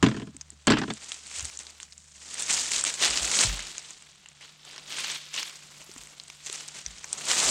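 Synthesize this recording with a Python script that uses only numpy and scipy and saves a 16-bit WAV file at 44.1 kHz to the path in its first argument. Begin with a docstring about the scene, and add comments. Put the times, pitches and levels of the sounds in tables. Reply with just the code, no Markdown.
"""On a woodland floor, boots and hands crush and rustle dry leaves close by.
Early on, two loads clatter into a plastic bucket; the ground thuds and a far engine hums over a low rumble.
Leaves are crowds of tiny damped sines over filtered noise; sharp snaps, and one bright ring as the second
clatter starts, are paired rings with a spray of noise. The bucket is a sum of decaying modes under noise;
thuds and hum are sines with changing level and pitch."""
import sys
import numpy as np
from scipy import signal
from scipy.fft import rfft, irfft, next_fast_len
from scipy.io import wavfile
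from scipy.ndimage import map_coordinates

SR = 44100
rng = np.random.default_rng(int(sys.argv[2]) if len(sys.argv) > 2 else 0)


def pcm_store(signal):
    """Save signal as 16-bit PCM."""
    levels = np.round(np.clip(np.atleast_2d(signal), -1, 1) * 32767)
    wavfile.write(sys.argv[1], SR, levels.astype(np.int16).T)


N = 330750  # samples, 7.5 s

# Presses and scuffs of boot, hand or rod. Each row: peak time in seconds, peak level in dB,
# 10 dB rise in seconds, 10 dB fall in seconds, crunch over crisp crackle in dB.
# A negative rise or fall moves that end past the peak; a row whose end precedes its start is silent.
SCUFFS = [(0.101, -50.5, .07, 0.15, 0.5), (0.39, -59, -0.3, .2, -6), (0.508, -44.5, 0.04, -0.02, -2.5),
          (1.041, -46, .20, 0.08, -1.5), (1.101, -43, .02, .13, -3.5), (1.301, -45, .05, 0.11, -5.5),
          (1.370, -36, .055, .10, -4.5), (1.450, -39.5, .02, 0.09, -6), (1.597, -42.5, 0, 0.07, -5),
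          (1.7, -53, .04, 0.07, 1), (1.807, -51, 0, 0.1, -5), (2.331, -40, .11, 0.32, -4),
          (2.398, -33, 0.02, .12, -4.5), (2.5, -25.5, 0.0226, 0.1946, -5),
          (2.546, -31, 0.0436, 0.1953, -7.5), (2.758, -26.5, .07, 0.0822, -6),
          (2.874, -28.5, 0.0281, .075, -3.5), (3.026, -24.5, 0.018, 0.1021, 1.5),
          (3.056, -25, 0.038, .05, 2), (3.091, -33.5, 0.0267, 0.0957, 0), (3.176, -32, .08, .04, -2),
          (3.246, -28, .1, .09, -2.5), (3.351, -24, .05, .07, -6), (3.405, -20.5, 0.0283, .045, -5.5),
          (3.441, -20, 0.0384, .02, -2.5), (3.49, -34.5, .02, .15, 4), (3.6, -41.5, 0.07, .1, 5),
          (3.69, -41.5, 0.1, .07, -1.5), (3.784, -45, 0.07, 0.06, -0.5), (3.904, -45, 0.1, 0.1, -1.5),
          (4.285, -47.5, 0.09, -0.5, 3.5), (4.44, -48.5, 0.04, .08, 6.5), (4.497, -50, 0.03, 0, 0),
          (4.655, -50.5, .02, 0.1, 7), (4.73, -44.5, .05, .11, 4.5), (4.912, -38.5, .027, .08, 5.5),
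          (4.996, -33.5, .055, .08, 4), (5.052, -33.5, .03, .05, 5), (5.101, -36.5, .04, 0.0748, 6.5),
          (5.161, -36.5, .08, 0.03, 6), (5.231, -46, .1, 0.07, 6), (5.342, -35, .007, 0.1147, 5.5),
          (5.39, -32.5, .04, .045, 7.5), (5.54, -48, 0.1, 0.07, 1.5), (6.468, -40, 0.02, 0.02, -0.5),
          (6.548, -37, 0.05, .03, -3), (6.606, -41.5, 0.09, 0.05, -1), (6.917, -35.3, 0.1356, -0.02, -2.5),
          (7.06, -45.5, 0.33, -0.2, 0), (7.24, -44.5, 0.05, 0.5, 2), (7.296, -26.5, 0.0254, 0.1, -1.5),
          (7.386, -25, 0.0541, 0.3, -3.5), (7.491, -26.5, 0.1944, .30, -4.5)]
# Litter stirring in between. Each row: time in seconds, level in dB, crunch over crisp crackle in dB,
# extra treble fizz in dB, extra deep bed in dB.
STIRRING = [(0, -66, .2, -4.5, 18), (.3, -64, 0.5, -11, 6.5), (.61, -63, -1.5, -12, 5.5),
            (.81, -54, 0, -6.5, 2.5), (1.31, -56.5, -3.2, -3.5, -1.5), (1.74, -57, .2, 2.5, 3.5),
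            (1.92, -60.5, -8, 5.5, 2.2), (2.12, -57, -11, -2, 0.8), (2.4, -55, -2, 3, 0),
            (2.75, -53.5, .2, 0, -1.3), (3.3, -50, 3, 2, 2.5), (3.6, -53, 2.2, -3, -0.2),
            (4.19, -59, 4, .5, 0.5), (4.61, -58.5, 5.5, -1, -1), (4.85, -55.5, 6, 2, 2.5),
            (5.1, -54.5, 4, 2, -7.2), (5.4, -53, 3.5, 2.5, -6.2), (5.8, -50.5, -1, 11.5, 5.2),
            (6.03, -49.5, -1.2, 14.5, 3), (6.14, -54, 1, 5, 4.5), (6.44, -52.5, 2, 4.5, -3),
            (6.71, -50, 2.5, 3.5, 1.5), (6.9, -49, 2, -2.5, -1.5), (7.17, -55, 4, 3.5, 7.5),
            (7.3, -52, -4, 5, 2.5), (7.5, -48.5, .2, 4.5, 4.5)]
# Spectrum of crisp, thin breakage. Each row: frequency in Hz, gain in dB.
CRISP_SPECTRUM = [(1500, -25), (3000, -19.5), (5000, -8), (7000, -1), (8300, -3.5), (10000, -18.5),
                  (11500, -35), (15000, -40.5)]
# Spectrum of coarser, crunching breakage. Each row: frequency in Hz, gain in dB.
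CRUNCH_SPECTRUM = [(500, -51.5), (1000, -9), (2000, -2.5), (3300, 1), (4500, 1), (6500, -5.5),
                   (10000, -61.5)]
# Spectrum of the deep bed of crushed litter. Each row: frequency in Hz, gain in dB.
CRUSH_SPECTRUM = [(60, -44.5), (150, -3.5), (400, -2.5), (900, -1.5), (1500, -3.5), (3000, -71)]
# Spectrum of the finest fizz. Each row: frequency in Hz, gain in dB.
FIZZ_SPECTRUM = [(8000, -28), (10200, 4.5), (12500, -2), (15000, -7)]
# A thin leaf through the microphone. Each row: frequency in Hz, gain in dB.
LEAF_SPECTRUM = [(200, -25), (900, -5.5), (8300, 1), (10000, -6), (11500, -29), (15000, -27.5)]
# Single sharp snaps of leaves and twigs, and one bright ring, at 0.67 s, as the bucket clatter starts.
# Each row: start in seconds, level in dB before the leaf spectrum, high pitch in Hz, body pitch in Hz,
# body level over the high ring in dB.
SNAPS_AND_RING = [(0.3656, -25, 7500, 3280, -26), (0.411, -20.5, 6400, 4530, -36),
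                  (0.503, -27, 7860, 2630, -19), (0.6699, -8, 6900, 3200, -14),
                  (0.9365, -25, 7500, 3180, -25), (1.1183, -18.5, 5800, 3280, 1),
                  (1.268, -27.5, 8010, 3620, -20), (1.3618, -23, 7700, 3180, -17),
                  (1.3945, -19, 6000, 2930, -9), (1.426, -23, 7820, 3150, -14),
                  (1.4525, -15.5, 8350, 4140, -23), (1.5723, -22, 7000, 3600, -20),
                  (1.59, -18, 7840, 4160, -32), (1.6673, -29.5, 4340, 4330, 0.5),
                  (1.8007, -26, 8050, 3080, 1), (1.8296, -25, 6500, 4100, -8),
                  (1.923, -31, 4600, 4330, -12), (1.979, -27.5, 7300, 2710, -26.5),
                  (2.3418, -20, 8400, 3660, -25), (2.394, -20, 7850, 3900, -16),
                  (2.406, -19, 7500, 4000, -15), (2.4219, -14, 8200, 3330, -8),
                  (2.4966, -14, 6930, 3180, -6), (2.761, -16, 6700, 3760, 4), (2.81, -18, 7500, 5500, -8),
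                  (2.8384, -9.5, 7550, 1410, -9.5), (2.8499, -10, 7450, 3880, -1),
                  (2.8678, -14, 6620, 3760, -8), (2.878, -11.5, 6200, 4330, -13),
                  (2.9393, -21, 7230, 4010, 3), (3.0253, -13.5, 5760, 2100, 0),
                  (3.0523, -12.5, 4860, 3900, 3), (3.0786, -16, 6520, 3790, 1),
                  (3.1733, -8.5, 4940, 3930, -11), (3.3141, -11.5, 6600, 2480, -7),
                  (3.438, -10.5, 7400, 3050, -18), (3.4576, -15, 4470, 4300, -6),
                  (3.528, -20, 7500, 4500, -2), (3.592, -23.5, 6700, 2050, 6.5),
                  (3.7805, -20.5, 6400, 3750, -8), (3.906, -24, 6900, 2610, -8),
                  (4.0223, -31.5, 7640, 3490, -13), (4.259, -38.5, 7260, 2830, 9),
                  (4.286, -33, 6790, 3370, -8), (4.4097, -37, 5740, 2230, 0), (4.6497, -34, 7520, 3880, -1),
                  (4.7611, -29.5, 5130, 3420, -6), (4.7796, -24.5, 5160, 3000, -1.5),
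                  (4.9046, -28, 4760, 3430, -1), (4.9228, -27, 4840, 3460, 3),
                  (4.9697, -25.5, 6690, 3460, 0), (5.044, -24, 4620, 2800, 2), (5.0994, -27, 5630, 3750, 3),
                  (5.3408, -21, 5460, 3020, -5), (5.362, -24, 5460, 3300, 3), (5.429, -20, 5650, 2520, -3),
                  (5.9143, -29, 5670, 3630, -17), (5.9376, -32, 8500, 3840, -6),
                  (5.962, -33, 6800, 1910, 5), (5.9793, -29, 7200, 3050, -14),
                  (6.0127, -32, 7430, 4500, -17), (6.035, -30, 7600, 4110, -16),
                  (6.0713, -27.5, 7700, 2650, -6), (6.1983, -27, 4500, 4200, -6),
                  (6.236, -33.5, 8000, 2220, -15), (6.2801, -33, 7730, 4390, -8),
                  (6.3001, -32, 5570, 3160, 4.5), (6.462, -18.5, 7200, 4400, -17),
                  (6.467, -21, 6440, 4160, -20), (6.498, -19, 5760, 3650, -6),
                  (6.527, -18.5, 8460, 3960, -8), (6.6075, -28.5, 5210, 4300, 2),
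                  (6.68, -27, 8000, 5500, -6), (6.685, -20, 6330, 4340, -18),
                  (6.862, -18.5, 5900, 3750, -13), (6.982, -26, 5960, 4350, -20),
                  (7.042, -22.5, 6570, 1900, -1.5), (7.1288, -10, 8300, 6550, -8),
                  (7.379, -11, 6240, 3310, -18)]
# Knocks in the bucket. Each row: start in seconds, rattle level in dB, boom level in dB, tick level in dB,
# nominal 60 dB decay of the rattle in seconds; all levels are relative settings.
KNOCKS = [(0.027, -6.5, -10.5, -24, 0.044), (0.038, -10.5, -13.5, -32.5, 0.1),
          (0.062, -14, -15.5, -38.5, 0.069), (0.085, -19.5, -25.5, -42, 0.074),
          (0.113, -24, -29.5, -57, 0.08), (0.144, -26, -28, -53, 0.058), (0.165, -24.5, -24, -42, .089),
          (0.198, -26, -33.5, -48, 0.046), (0.218, -25, -29.5, -46.5, .048), (0.271, -37, -37, -55, .05),
          (0.344, -50, -47.5, -55, .035), (0.52, -55, -53, -60, .04), (0.67, -14, -28, -21.5, 0.072),
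          (0.674, -1, -13, -33, .07), (0.701, -2, -11, -23.5, 0.07), (0.718, -5.5, -35, -31.5, .046),
          (0.731, -11, -15.5, -42, .11), (0.77, -12, -27, -42, .059), (0.784, -14, -22.5, -35.5, .075),
          (0.815, -17.5, -24.5, -55, .086), (0.835, -16, -27, -61, .037), (0.878, -26, -27.5, -58, .069),
          (0.902, -10.5, -28.5, -37, 0.044)]
# Modes of the plastic walls, lowest first. Each row: mean frequency in Hz, mean level in dB before
# the lowest-mode trim, 60 dB decay in seconds.
BUCKET_MODES = [(123.4, 1.5, 0.15), (184.8, -2.5, 0.1), (216, 1.5, 0.12), (268, 3.5, 0.09),
                (303, -1, 0.087), (423, -5, 0.081), (657, -22.5, 0.16), (1030, -5.5, 0.035),
                (1303, -15.5, 0.054), (1670, -15.5, 0.057)]
# Spectrum of the rattle in the bucket. Each row: frequency in Hz, gain in dB.
RATTLE_SPECTRUM = [(290, -42), (500, -11.5), (1300, -9.5), (1650, -6.5), (2200, -11.5), (3120, -10.5),
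                   (5000, -18), (6500, -27), (11000, -120)]
# Weight and rod on the ground. Each row: start in seconds, level in dB before the slow rise,
# settled pitch in Hz.
THUDS = [(.03, -42, 55), (.7, -32.5, 50), (1.37, -42, 68), (1.415, -32, 66), (2.52, -48, 45),
         (2.74, -48, 42), (3.08, -34.5, 52.4), (3.2, -30.5, 52), (3.442, -24, 98), (3.46, -18.5, 45.2),
         (5.892, -38.5, 316), (5.961, -40, 219), (5.97, -49, 50), (6.497, -35, 330), (6.85, -37, 50),
         (7.44, -40, 50)]
# Hum of the far engine. Each row: time in seconds, mean low tone level in dB, mean high tone level in dB.
HUM_LEVELS = [(0, -53.5, -53.5), (1.2, -62.5, -74), (2.6, -61.5, -68), (3.8, -73, -67), (5.5, -80, -62),
              (6.6, -72, -63.5), (7.5, -64, -67)]
# Spectrum of the far, traffic-like rumble. Each row: frequency in Hz, gain in dB.
RUMBLE_SPECTRUM = [(25, -8), (60, 0), (100, -7), (190, 3), (240, -10), (400, -32.5)]
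# Spectrum of the air of the wood. Each row: frequency in Hz, gain in dB.
AIR_SPECTRUM = [(200, -29.5), (500, -13.5), (1500, 1), (2700, -11.5), (7500, -5), (11000, -24),
                (14000, -30), (15300, -50)]
# Side signal made from a phase-scrambled copy. Each row: frequency in Hz, gain on that copy in dB.
SIDE_SPECTRUM = [(400, -88), (1200, -65), (8000, -53.5), (10500, -32), (12000, -5), (15000, 4.5)]

DEEP_DB, DEEP_PER_COARSE = -14, .55  # deep bed against the level; coarse breakage reaches deeper
FIZZ_DB, FIZZ_PER_COARSE = -25, 0.63  # finest fizz against the level; it grows likewise
PAPERY_DB, PAPERY_PER_COARSE = -20, 2.1  # big stiff leaves ring near one pitch in coarse breakage
SECOND_LOAD_S = .6  # later knocks belong to the second load
LOWEST_MODE_DB = (-4.5, -7.5)  # fuller bucket, weaker lowest mode: first and second load
BRIGHT_FASTER, TICK_FASTER = 1.15, 1.25  # decay speeds of bright rattle and tick against the dull body
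DULL = 0.14  # low-pass share a sample for the body of the rattle
THUD_HZ, THUD_RISE_S, THUD_T60_S = 50, 0.025, 0.29  # rise and 60 dB decay of a thud at THUD_HZ
RISE_POWER, T60_POWER = 1.8, 1.23  # higher thuds are quicker by these powers of pitch
SAG, SAG_S = 0.23, .035  # a thud starts higher by this share and sinks to its pitch
HUM_HZ = 73.7, 148
AIR_DB = -72.5
TOP_HZ = 15830  # band limit


def litter():
    """Superposition: breakage of several sizes sounds together, modulated by jerks that all sizes share."""
    level_db, tilt_db, extra_db, depth_db = effort()
    crush_db = DEEP_DB + DEEP_PER_COARSE * tilt_db + depth_db
    fizz_db = FIZZ_DB + FIZZ_PER_COARSE * tilt_db + extra_db
    papery_db = PAPERY_DB + PAPERY_PER_COARSE * tilt_db
    jerks = amp(0.61 * wobble(40) + 1.6 * wobble(110))
    crisp = crackle(CRISP_SPECTRUM, count=30000, hz=6860, spread=0.43, cycles=1.46,
                    size_db=5.0, clump_db=1.6, hiss_db=-0.5)
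    crunch = crackle(CRUNCH_SPECTRUM, count=20000, hz=2960, spread=0.46, cycles=1.8,
                     size_db=4.5, clump_db=0.7, hiss_db=1.0)
    crush = crackle(CRUSH_SPECTRUM, count=8000, hz=813, spread=0.31, cycles=.8,
                    size_db=2, clump_db=0.5, hiss_db=5.5)
    fizz = crackle(FIZZ_SPECTRUM, count=2500, hz=11000, spread=0.25, cycles=1.5,
                   size_db=5, clump_db=2.8, hiss_db=0)
    papery = crackle(CRUNCH_SPECTRUM, count=4000, hz=3550, spread=0.07, cycles=5,
                     size_db=3, clump_db=2, hiss_db=-20)
    whole = fractures(count=2000, size_db=3.0, t60=0.0067, low_hz=1800, octaves=2.3, ring_db=2.5)
    turn = np.arctan(amp(tilt_db))  # crisp and crunch share the same power
    sizes = np.cos(turn) * crisp + np.sin(turn) * crunch
    sizes += amp(crush_db) * crush + amp(fizz_db) * fizz
    sizes += amp(papery_db) * papery + amp(-7.5) * whole
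    return amp(level_db) * unit(jerks) * sizes


def effort():
    """Addition of powers: scuffs join the stirring, and the loudest sets the grain; returns dB curves."""
    stir_db, stir_coarse, *extras_db = curves(STIRRING)
    power, t = amp(stir_db) ** 2, np.arange(N) / SR
    coarse = power * stir_coarse
    for s, db, rise, fall, coarse_db in SCUFFS:
        begin = max(round((s - 5 * rise) * SR), 0)
        near = slice(begin, round((s + 5 * fall) * SR))
        steps = np.where(t[near] < s, (s - t[near]) / rise, (t[near] - s) / fall)  # of 10 dB below peak
        share = np.zeros(N)
        share[near] = amp(db - 10 * steps) ** 2
        power = power + share
        coarse = coarse + share * coarse_db
    return 10 * np.log10(power), coarse / power, *extras_db


def crackle(colour, count, hz, spread, cycles, size_db, clump_db, hiss_db):
    """Impulsive excitation: many tiny damped sines, in clumps, over the hiss of sliding leaves."""
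    when, sign, rare = rng.random((count, 3)).T
    pitch = np.clip(hz * np.exp(spread * rng.standard_normal((count, 1))), 100, SR / 2.5)
    step = np.arange(64)
    phase = pitch * step / SR  # in cycles
    size_gain = amp(np.minimum(-size_db * np.log(rare), 20))  # few cracks are big, none huge
    size = np.sign(sign - .5) * size_gain
    fade = np.hanning(128)[64:]
    cracks = size[:, None] * np.sin(2 * np.pi * phase) * np.exp(-phase / cycles) * fade
    grains = scattered(when, cracks)
    hiss = rng.standard_normal(N)
    bed = unit(coloured(grains, colour)) + amp(hiss_db) * unit(coloured(hiss, colour))
    return unit(bed * amp(clump_db * wobble(60)))


def fractures(count, size_db, t60, low_hz, octaves, ring_db):
    """Brittle fracture: each whole-leaf crack is a few ms of noise ringing at its own piece's pitch."""
    when, rare, high = rng.random((count, 3)).T
    step = np.arange(160)
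    ring = np.sin(2 * np.pi * low_hz * 2 ** (octaves * high[:, None]) * step / SR)
    noise = rng.standard_normal((count, len(step))) + amp(ring_db) * ring
    size = amp(np.minimum(-size_db * np.log(rare), 15))
    bursts = size[:, None] * noise * amp(-60 * step / SR / t60)
    return unit(coloured(scattered(when, bursts), LEAF_SPECTRUM))


def snaps_and_ring():
    """Free vibration: each sharp sound is a high and a low damped ring, then a spray of noise for a few ms."""
    out, t = np.zeros(N), np.arange(SR // 30) / SR
    for s, db, pitch_hz, body_hz, body_db in SNAPS_AND_RING:
        stiff, long = rng.standard_normal(2)
        high_t60, spray_t60 = 0.0022 * np.exp(0.2 * stiff), 0.014 * np.exp(0.12 * long)
        high = amp(-60 * t / high_t60) * np.sin(2 * np.pi * pitch_hz * t)
        low = amp(body_db - 60 * t * body_hz / 8) * np.sin(2 * np.pi * body_hz * t)  # dies in a few cycles
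        broad = amp(-12.5 - 60 * t / 0.0033) * rng.standard_normal(len(t))
        kick = 1.245 * (high + low + broad)
        spray = amp(-27.5 - 60 * t / spray_t60) * rng.standard_normal(len(t)) ** 3
        spray[0] = 1  # the first kick itself
        sharp = signal.fftconvolve(kick, spray)[:len(t)]
        same_peak = np.abs(kick).max() / np.abs(sharp).max()
        add(out, s + .0007, amp(db) * same_peak * sharp)
    return coloured(out, LEAF_SPECTRUM)


def bucket():
    """Modal resonance: every knock rings the walls at new strengths, under a rattle and a bright tick."""
    boom, rattle, dull, ticks = np.zeros((4, N))
    t = np.arange(SR // 3) / SR
    for s, db, boom_db, tick_db, t60 in KNOCKS:
        scatter = rng.standard_normal((len(BUCKET_MODES), 2))
        modes = [amp(level + 2.2 * a - 60 * t / life) * np.sin(2 * np.pi * hz * (1 + 0.017 * b) * t)
                 for (hz, level, life), (a, b) in zip(BUCKET_MODES, scatter)]
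        ring = amp(LOWEST_MODE_DB[int(s > SECOND_LOAD_S)]) * modes[0] + sum(modes[1:])
        swing = 1 - np.exp(-(t / 0.0042) ** 2)  # the walls take a moment to swing
        add(boom, s, amp(boom_db) * ring * swing)
        chatter_db = 3 * rng.standard_normal(len(t) // 20 + 1).repeat(20)[:len(t)]  # loose parts
        fall_db = -60 * (t / max(t60, .005)) ** 1.1 + chatter_db
        add(rattle, s, amp(db + BRIGHT_FASTER * fall_db) * rippled(len(t), ripple_db=3))
        add(dull, s, amp(db + fall_db) * rippled(len(t), ripple_db=3))
        add(ticks, s, amp(tick_db + TICK_FASTER * fall_db) * rippled(len(t), ripple_db=5.0))
    body = signal.lfilter([DULL], [1, DULL - 1], dull)
    clatter = coloured(amp(3) * rattle + amp(4.5) * body, RATTLE_SPECTRUM)
    return boom + clatter + amp(6.0) * coloured(ticks, CRISP_SPECTRUM)


def rippled(size, ripple_db):
    """Random resonance: noise with peaks a few hundred Hz wide, so that no two pieces ring alike."""
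    knots = rng.standard_normal(50)
    gain = amp(ripple_db * map_coordinates(knots, [np.linspace(0, 49, size // 2 + 1)]))
    return unit(irfft(rfft(rng.standard_normal(size)) * gain, size))


def thuds():
    """Damped oscillation: soft ground swings under a shift of weight or jab of the rod; the soil grumbles."""
    swings, soil = np.zeros((2, N))
    t = np.arange(SR // 2) / SR
    for s, db, hz in THUDS:
        rise = THUD_RISE_S * (THUD_HZ / hz) ** RISE_POWER
        t60 = THUD_T60_S * (THUD_HZ / hz) ** T60_POWER
        swell = amp(db - 60 * t / t60) * (1 - np.exp(-(t / rise) ** 2))
        sagging_time = t + SAG * SAG_S * (1 - np.exp(-t / SAG_S))  # runs fast at first
        add(swings, s, swell * np.sin(2 * np.pi * hz * sagging_time))
        add(soil, s, swell)
    grumble = unit(coloured(rng.standard_normal(N), [(40, -22), (90, 3.0), (180, 2), (400, -30.5)]))
    return swings + amp(-13.5) * soil * grumble


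def distance():
    """Background sources: two wavering tones of a far engine and a low rumble over the air of the wood."""
    t, tones = np.arange(N) / SR, np.zeros(N)
    for db, hz in zip(curves(HUM_LEVELS), HUM_HZ):
        phase_drift = .9 * wobble(9)  # radians
        tones += amp(db + 2.0 * wobble(9)) * np.sin(2 * np.pi * hz * t + phase_drift)
    rumble = amp(-71.0 + 2.3 * wobble(3)) * unit(coloured(rng.standard_normal(N), RUMBLE_SPECTRUM))
    air = amp(AIR_DB) * unit(coloured(rng.standard_normal(N), AIR_SPECTRUM))
    return tones + rumble + air


def amp(db):
    """Decibel law: level in dB to amplitude."""
    return 10 ** (np.asarray(db) / 20)


def unit(x):
    """Normalisation: scales a signal to an RMS of one."""
    return x / np.sqrt(np.mean(x ** 2) + 1e-20)


def curves(rows):
    """Linear interpolation: one value per sample for each column after the time."""
    s, *cols = np.transpose(rows)
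    return [np.interp(np.arange(N) / SR, s, c) for c in cols]


def wobble(rate):
    """Slow random modulation: a smooth curve through rate random knots a second."""
    return map_coordinates(rng.standard_normal(int(N * rate / SR) + 4), [np.arange(N) * rate / SR])


def along(points, hz):
    """Logarithmic frequency scale: (Hz, dB) points read on a log axis, as gain."""
    f, db = np.transpose(points)
    return amp(np.interp(np.log(hz + 1), np.log(f + 1), db))


def coloured(x, points):
    """Minimum-phase filtering: a causal filter, folded in the cepstrum, follows the (Hz, dB) points."""
    m = 4096
    cepstrum = irfft(np.log(along(points, np.fft.rfftfreq(m, 1 / SR)) + 3e-4), m)
    cepstrum[1:m // 2] *= 2
    cepstrum[m // 2 + 1:] = 0
    return signal.fftconvolve(x, irfft(np.exp(rfft(cepstrum)), m))[:N]


def add(track, s, sound):
    """Linear superposition: mixes a sound into the track at s seconds."""
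    part = track[round(s * SR):][:len(sound)]
    part += sound[:len(part)]


def scattered(when, grains):
    """Random arrivals: sums each row of grains at its share, 0 to 1, of the whole duration."""
    length = grains.shape[1]
    where = (when * N).astype(int)[:, None] + np.arange(length)
    return np.bincount(where.ravel(), grains.ravel(), N + length)[:N]


def scene():
    """Superposition of all sources, the same in both channels."""
    return (litter() + snaps_and_ring() + bucket() + thuds() + distance()) * np.ones((2, 1))


def record(dry):
    """Mid and side: the channels differ mostly in the top treble; nothing passes above the band limit."""
    z = signal.stft(dry[0], nperseg=128)[2]
    scrambled = z * np.exp(2j * np.pi * rng.random(z.shape))
    unrelated = signal.istft(scrambled, nperseg=128)[1][:N]
    m = next_fast_len(N + SR // 2)
    hz = np.fft.rfftfreq(m, 1 / SR)
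    side = rfft(unrelated, m) * along(SIDE_SPECTRUM, hz)
    side += rfft(dry[0], m) * 0.089 * (hz > 11000)  # left hears the fizz better
    return irfft((rfft(dry, m) + [side, -side]) * (hz < TOP_HZ), m)[:, :N]


dry = scene()
out = record(dry)
pcm_store(out)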